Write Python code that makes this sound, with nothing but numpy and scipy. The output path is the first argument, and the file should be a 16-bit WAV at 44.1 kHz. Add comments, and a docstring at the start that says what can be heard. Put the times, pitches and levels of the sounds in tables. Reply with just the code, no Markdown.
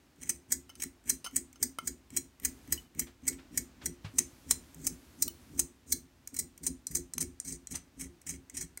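"""A loose nut knocks and rattles along a threaded steel rod as a finger flicks it.
The rod stands in a casting (a block of cast metal) on a wooden workbench. Each flick shakes the
bench and scrapes the thread, then the nut hits the rod and the metal rings. Now and then a small
loose part clinks, a pin rings or skin brushes the wood. A quiet workshop hums and hisses behind."""
import sys
import numpy as np
from scipy import signal
from scipy.fft import rfft, irfft
from scipy.io import wavfile

SR = 44100
rng = np.random.default_rng(int(sys.argv[2]) if len(sys.argv) > 2 else 0)


def file_out(sig):
    """Save sig as 16-bit WAV at sys.argv[1]."""
    # one column per channel
    cols = np.atleast_2d(sig).T
    # limit, then scale
    lim = np.clip(cols, -1, 1)
    pcm = np.round(lim * 32767).astype(np.int16)
    wavfile.write(sys.argv[1], SR, pcm)


N = 388080

# In all tables, levels are relative and decay_s is the time a sound takes to fade by 60 dB.
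# Finger strokes: start_s, bench_shake_db, length_s, thread_scrape_db
FINGER_FLICKS = [(0.17, -51.5, 0.18, -66.5), (0.478, -48.5, 0.086, -62), (0.757, -49.5, 0.11, -65),
                 (1.045, -47.5, 0.091, -54), (1.31, -47, 0.089, -63), (1.59, -46, 0.07, -57),
                 (1.816, -48, 0.094, -62), (2.099, -45.5, 0.091, -67), (2.407, -45, 0.076, -59),
                 (2.671, -45, 0.089, -64), (2.947, -44.5, 0.081, -62.5), (3.222, -45.5, 0.11, -64),
                 (3.504, -45, 0.11, -64.5), (3.811, -44, 0.076, -63.5), (4.128, -46.5, 0.09, -61),
                 (4.453, -45.5, 0.095, -59.5), (4.749, -47.5, 0.18, -66.5), (5.177, -46.5, 0.1, -57),
                 (5.495, -46.5, 0.14, -68), (5.857, -47, 0.11, -59), (6.318, -46.5, 0.11, -62),
                 (6.603, -46, 0.1, -68), (6.897, -44, 0.099, -59), (7.142, -43.5, 0.11, -74),
                 (7.434, -49.5, 0.11, -53.5), (7.688, -48, 0.061, -57), (7.961, -49.5, 0.095, -61.5),
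                 (8.253, -49.5, 0.096, -57.5), (8.525, -51.5, 0.11, -55.5)]
# How strongly each part answers as the nut travels along: time_s, casting_db, nut_db, bench_rocking_db
NUT_TRAVEL = [(0, -3, -9.5, -4), (0.9, -1, -8, -6.5), (1.7, -4, -8.5, -5), (2.3, 2.5, -3, -5),
              (3.8, -0.5, -9, -3), (4.5, -7.5, -9, -1), (5.6, -8, -7.5, -2), (6.2, -7, -7, -2.5),
              (7.4, -11, -13.5, 1), (8.8, -2, -12.5, 3.5)]


def from_db(db):
    return 10 ** (np.asarray(db) / 20)


def unit_level(x):
    return x / np.sqrt(np.mean(x ** 2) + 1e-20)


def curves(rows):
    """Turn rows of (time_s, values...) into one gliding curve per value."""
    times, *columns = np.transpose(rows)
    return [np.interp(np.arange(N) / SR, times, column) for column in columns]


def latest_hit(times):
    """For every sample, the number of the latest hit, switching 4 ms early."""
    return np.clip(np.searchsorted(times, np.arange(N) / SR + .004) - 1, 0, None)


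def band(x, low_hz, high_hz):
    return signal.sosfilt(signal.butter(2, [low_hz, high_hz], "band", fs=SR, output="sos"), x)


def ring(clicks, pitch_hz, decay_s):
    """Each click starts a pure tone that dies away."""
    fade = from_db(-60 / (decay_s * SR))
    angle = 2 * np.pi * pitch_hz / SR
    return signal.lfilter([0, np.sin(angle)], [1, -2 * fade * np.cos(angle), fade * fade], clicks + 1e-18)


def contacts(per_s, spread_db):
    """Tiny random clicks of uneven size, as when rough surfaces touch."""
    sizes = from_db(spread_db * np.minimum(rng.exponential(1, N), 4)) * rng.choice([-1, 1], N)
    return unit_level(sizes * (rng.random(N) < per_s / SR))


def rattles(times, levels_db, decay_s, build_s, grains, click_db, tail_db):
    """Contacts crowd up to a sharp click, then die away as the parts keep trembling a little."""
    out = np.zeros(N)
    for time, db, decay, build in np.broadcast(times, levels_db, decay_s, build_s):
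        hit = round(time * SR)
        i = np.arange(max(hit - SR // 10, 0), min(hit + SR // 4, N))
        age = i / SR - time - .5 * build
        rising_db = 20 * age / max(build, .0002)
        falling_db = -60 * (np.abs(age) / max(decay, .003)) ** 1.08
        trembling = from_db(tail_db - 60 * age / 0.071) * (age > 0)
        out[i] += grains[i] * from_db(db) * (from_db(np.where(age > 0, falling_db, rising_db)) + trembling)
        out[hit] += from_db(db + click_db)
    return out


def struck_metal(force, hit, tones, scatter_db):
    """Every hit lands somewhere else, so it wakes each tone with a strength of its own."""
    strength = from_db(scatter_db * rng.standard_normal((hit.max() + 1, len(tones))))
    return sum((-1) ** k * from_db(db) * ring(force * strength[hit, k], hz, decay)
               for k, (hz, db, decay) in enumerate(tones))


def finger_force(levels_db, rise_s, tail_s, peak_share, onset_db):
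    """The push of each flick sets in, swells to a peak and lets go."""
    out = np.zeros(N)
    for (start, _, length, _), db in zip(FINGER_FLICKS, levels_db):
        corners = start + rise_s + np.array([-rise_s, 0, peak_share * length, length, length + tail_s])
        i = np.arange(round(start * SR), min(round(corners[-1] * SR), N))
        out[i] += from_db(db + np.interp(i / SR, corners, [-40, onset_db, 0, -7, -40]))
    return out


def workshop_air():
    """Rumble and hiss swell now and then, while a finer treble hiss rises or dips."""
    # Tone colour of the background noise: pitch_hz, level_db
    colour = [(18, -36.5), (30, 0), (64, 7.5), (189, -5), (259, 3.5), (461, -10.5), (1190, -14),
              (2170, -16), (3770, -19.5), (6210, -21.5), (8740, -26), (10200, -31), (16000, -28.5)]
    # Louder stretches: start_s, end_s, fade_s, rise_db, treble_change_db
    swells = [(2.493, 2.82, 0.063, 5, 12.5), (3.394, 3.88, .2, 4, -12.5), (4.194, 5.478, 0.3, 5, 12.5)]
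    air_db, treble_db = -72, -81
    t = np.arange(N) / SR
    for start, end, fade, rise_db, treble_change_db in swells:
        share = np.clip(np.minimum(t - start, end - t) / fade + 1, 0, 1)
        air_db += share * rise_db
        treble_db += share * treble_change_db
    hz, db = np.transpose(colour)
    shape_db = np.interp(np.log(np.fft.rfftfreq(N, 1 / SR) + 1), np.log(hz), db)
    air = irfft(rfft(rng.standard_normal(N)) * from_db(shape_db), N)
    treble = unit_level(band(rng.standard_normal(N), 3500, 14000))
    return air / np.std(band(air, 560, 3000)) * from_db(air_db) + treble * from_db(treble_db)


def room_echo(sound, decay_s):
    """Dense echoes from the walls set in quickly and die away."""
    age = np.arange(SR // 2) / SR
    echo = rng.standard_normal(len(age)) * from_db(-60 * age / decay_s) * np.clip(age / 0.016, 0, 1)
    echo = signal.lfilter([1], [1, -.4], echo)   # walls and air swallow some treble
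    return signal.fftconvolve(sound, echo / np.sqrt(np.sum(echo ** 2)))[:N]


def skin_scuffs():
    """Skin rubbing over wood makes short, dull puffs of noise."""
    # Brushes of the hand: time_s, level_db
    brushes = [(3.067, -47.5), (3.385, -48.5), (3.814, -43.5), (4.045, -39), (7.74, -40.5)]
    times, levels_db = np.transpose(brushes)
    rubbing = rattles(times, levels_db, decay_s=0.18, build_s=0.008, grains=rng.standard_normal(N),
                      click_db=-29, tail_db=-52)
    return band(rubbing, 360, 3600)


def workbench():
    """The rough push of the finger shakes the board's low tones, the upper ones late; a hand thuds."""
    # Tones of the wooden board: pitch_hz, width_hz, level_db
    wood_tones = [(58, 4.7, -30), (71.3, 15.5, -2.5), (103.5, 9.3, -17), (168.6, 24.5, -6),
                  (244.5, 11, -0.5), (265.9, 14, 8.5), (349.5, 11, 6.5), (375, 45, -5.5)]
    # The hand lands on the bench: time_s, level_db
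    thuds = [(4.046, -37)]
    rough = contacts(600, spread_db=2)
    push_db = np.transpose(FINGER_FLICKS)[1] - 14
    push = rough * finger_force(push_db, rise_s=0.0049, tail_s=0.19, peak_share=0.97, onset_db=-5.5)
    late = rough * finger_force(push_db, rise_s=0.0035, tail_s=0.16, peak_share=0.85, onset_db=-21.5)
    rocking = push * from_db(curves(NUT_TRAVEL)[2] + 10.5)   # the whole bench rocks on its legs
    shaking, thud = np.zeros((2, N))
    for hz, width_hz, db in wood_tones:
        force = rocking if hz < 200 else push if hz < 300 else late
        decay_s = np.log(1000) / (np.pi * width_hz)   # a narrow tone rings longer
        shaking += from_db(db - 31) * np.sqrt(width_hz) * ring(force, hz, decay_s)
    for time, db in thuds:
        thud[round(time * SR)] = from_db(db)
    return band(shaking, 45, 400) + ring(thud, 150, decay_s=0.12) + ring(thud, 105, decay_s=0.22)


def steel_pin():
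    """A nudged pin chatters briefly and rings, brighter the harder it lands."""
    # Nudges of the pin: time_s, level_db
    nudges = [(2.7763, -37), (5.2791, -26)]
    # Tones of the pin: pitch_hz, level_db, decay_s
    pin_tones = [(1324, -20, .03), (2980, -3, 0.08), (4300, 0, 0.047), (5760, -5, 0.06), (7900, -8, .012),
                 (9520, 0.5, 0.013), (11800, -4, 0.013), (15800, -1.5, 0.027)]
    times, levels_db = np.transpose(nudges)
    force = rattles(times, levels_db - 24.5, decay_s=0.014, build_s=0, grains=contacts(6000, spread_db=3),
                    click_db=14, tail_db=-30)
    hardness = from_db(levels_db - levels_db.max())[latest_hit(times)]
    bright = signal.lfilter([1, -.5], [1], force * hardness)
    ringing = sum(from_db(db) * ring(force if hz < 4000 else bright, hz, decay)
                  for hz, db, decay in pin_tones)
    return ringing + from_db(25) * band(bright, 3500, 16000)


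def loose_part():
    """A light piece of metal chatters when jolted; thin contacts favour its higher tones."""
    # Jolts of the part: time_s, level_db, decay_s, brightness_db_per_octave
    clinks = [(0.6937, -37, 0.055, 0), (0.754, -51, 0.037, 7.5), (1.2441, -30, 0.072, 3.5),
              (1.263, -29.5, 0.058, 0), (1.5574, -42.5, 0.032, -1), (1.7866, -21, 0.014, 0.5)]
    # Tones of the part: pitch_hz, level_db, decay_s
    part_tones = [(1130, -19, 0.011), (1364, -0.5, 0.031), (2150, -9.5, 0.049), (3040, 1, 0.032),
                  (4270, -22, 0.038), (4900, -24, .02), (5353, -5, 0.02), (6330, 0, 0.022),
                  (9500, 1.5, 0.0053)]
    times, levels_db, decay_s, brightness = np.transpose(clinks)
    force = rattles(times, levels_db - 32, decay_s, build_s=0, grains=contacts(2500, spread_db=3),
                    click_db=12.5, tail_db=-16.5)
    hit = latest_hit(times)
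    ringing = np.zeros(N)
    for tone in part_tones:
        octaves = np.log2(tone[0] / 3000)
        ringing += struck_metal(force * from_db(brightness * octaves)[hit], hit, [tone], scatter_db=2)
    return ringing + from_db(18) * band(force * from_db(brightness)[hit], 2100, 20000)


def nut_on_rod():
    """Knocks and the scraping thread make rod, nut and casting ring, with a sharp crack on top."""
    # The nut hits the rod: time_s, level_db, decay_s
    knocks = [(0.214, -34.5, 0.085), (0.231, -24, 0.013), (0.27, -35, .04), (0.2937, -8, 0.037),
              (0.5044, -30.5, 0.11), (0.5204, -4.5, 0.046), (0.7995, -27.5, 0.052), (0.821, -12.5, 0.018),
              (0.8344, -14.5, 0.01), (1.0953, -5, 0.041), (1.361, -7.5, 0.054), (1.627, -4, 0.037),
              (1.8736, -9.5, 0.036), (2.166, -6.5, 0.042), (2.4489, -5.5, 0.033), (2.7232, -6, 0.04),
              (2.9943, -4, 0.023), (3.018, -30, .02), (3.269, -21, 0.01), (3.2786, -4, 0.044),
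              (3.327, -33, 0.015), (3.575, -4.5, 0.033), (3.858, -7.5, .031), (4.1849, -1, 0.027),
              (4.204, -32, .02), (4.5015, -25, .05), (4.5091, -2, 0.035), (4.843, -27.5, 0.12),
              (4.868, -3.5, 0.026), (5.2227, 0, 0.029), (5.5782, -27, .045), (5.5935, -4.5, 0.033),
              (5.9215, -4.5, 0.036), (6.3429, -21.5, 0.021), (6.366, -14.5, 0.0072), (6.3896, -5.5, .04),
              (6.6338, -24.5, 0.057), (6.655, -29, 0.018), (6.666, -8.5, 0.035), (6.911, -25.5, 0.043),
              (6.9505, -9.5, 0.057), (6.966, -22, .05), (7.206, -13, .08), (7.2227, -22.5, .05),
              (7.448, -26.5, 0.15), (7.478, -20, .03), (7.5044, -42, 0.039), (7.523, -21.5, .031),
              (7.7084, -26, 0.074), (7.72, -25, 0.029), (7.7519, -20, 0.081), (7.996, -26.5, 0.067),
              (8.0083, -24, 0.055), (8.022, -33, 0.028), (8.038, -33, 0.037), (8.2658, -22.5, 0.12),
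              (8.2908, -19, 0.034), (8.305, -20, 0.019), (8.3376, -43, .025), (8.545, -32, .05),
              (8.5691, -15.5, 0.042), (8.6097, -15, 0.045), (8.6246, -21, 0.019)]
    # The fingertip taps the nut with one sharp tick: time_s, level_db
    taps = [(0.16, -46), (1.04, -48), (1.311, -39), (1.5288, -32.5), (2.1041, -33), (2.3989, -34),
            (2.676, -36), (2.949, -37), (3.221, -50), (4.7454, -26), (6.2743, -17), (6.5775, -27),
            (6.8688, -12), (7.1365, -14.5), (7.181, -8.5), (7.4006, -13.5), (7.5604, -38), (7.6712, -22.5),
            (8.2159, -30), (8.4977, -22.5), (8.7742, -17.5)]
    # Tones of the rod, the nut and the casting: pitch_hz, level_db, decay_s
    rod_tones = [(4100, -31, 0.054), (4977, -33, 0.073), (5727, -5, 0.0071), (5907, -4.5, 0.0049),
                 (6354, -4, 0.0078), (6750, -8.5, 0.0073), (7320, -9.5, 0.01), (7820, -11, 0.014),
                 (8498, -2, 0.0065), (8410, 2.5, 0.0037), (8946, -8, 0.0073)]
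    nut_tones = [(11100, -4, .003), (11840, -3, .006), (13030, -2, .004), (14300, -4, .002),
                 (15730, -8, .008)]
    casting_tones = [(1418, -16, 0.04), (1813, 1, 0.0079), (2012, -4, 0.027), (2205, -4.5, .03),
                     (3256, -13, 0.03)]
    tap_decay_s = 0.0083
    # A weak knock builds up more slowly; a tap starts at once.
    hits = [(time, db, decay, 0.0033 - 0.00012 * db) for time, db, decay in knocks]
    hits += [(time, db, tap_decay_s, 0) for time, db in taps]
    times, levels_db, decay_s, build_s = np.transpose(sorted(hits))
    knocking = rattles(times, levels_db - 27.5, decay_s, build_s, grains=contacts(5000, spread_db=4),
                       click_db=15, tail_db=-16.5)
    scrape_db = np.transpose(FINGER_FLICKS)[3]
    push = finger_force(scrape_db, rise_s=0.011, tail_s=0.03, peak_share=0.4, onset_db=-18)
    force = knocking + push * contacts(14000, spread_db=6)
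    hit = latest_hit(times)
    casting_db, nut_db, _ = curves(NUT_TRAVEL)
    bright = force * from_db(nut_db - 1.5)
    # Hard knocks give the casting a smaller share, so they sound brighter.
    dull = force * from_db(casting_db - 25.5 - 0.46 * np.maximum(levels_db[hit], -30))
    rod = from_db(-2) * struck_metal(force, hit, rod_tones, scatter_db=2.5)
    nut = struck_metal(bright, hit, nut_tones, scatter_db=3)
    casting = struck_metal(dull, hit, casting_tones, scatter_db=1.5)
    crack = from_db(14.5) * band(force, 5536, 9350) + from_db(-9) * band(force, 3800, 4500)
    crack += from_db(13.5) * band(bright, 10500, 20000) + from_db(18.5) * band(dull, 680, 6200)
    return rod + nut + casting + crack


def scene():
    """The metal and its echo join the bench, the hand and the workshop air in one channel."""
    metal = nut_on_rod() + loose_part() + steel_pin()
    echo = from_db(-16.5) * room_echo(metal, decay_s=0.21)
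    return (metal + echo + workbench() + skin_scuffs() + workshop_air())[None]


def record(dry):
    """A small microphone loses the deepest bass and the highest treble."""
    dry = signal.sosfilt(signal.butter(4, 42, "high", fs=SR, output="sos"), dry)
    return signal.sosfilt(signal.cheby2(14, 60, 16600, fs=SR, output="sos"), dry)


dry = scene()
out = record(dry)
file_out(out)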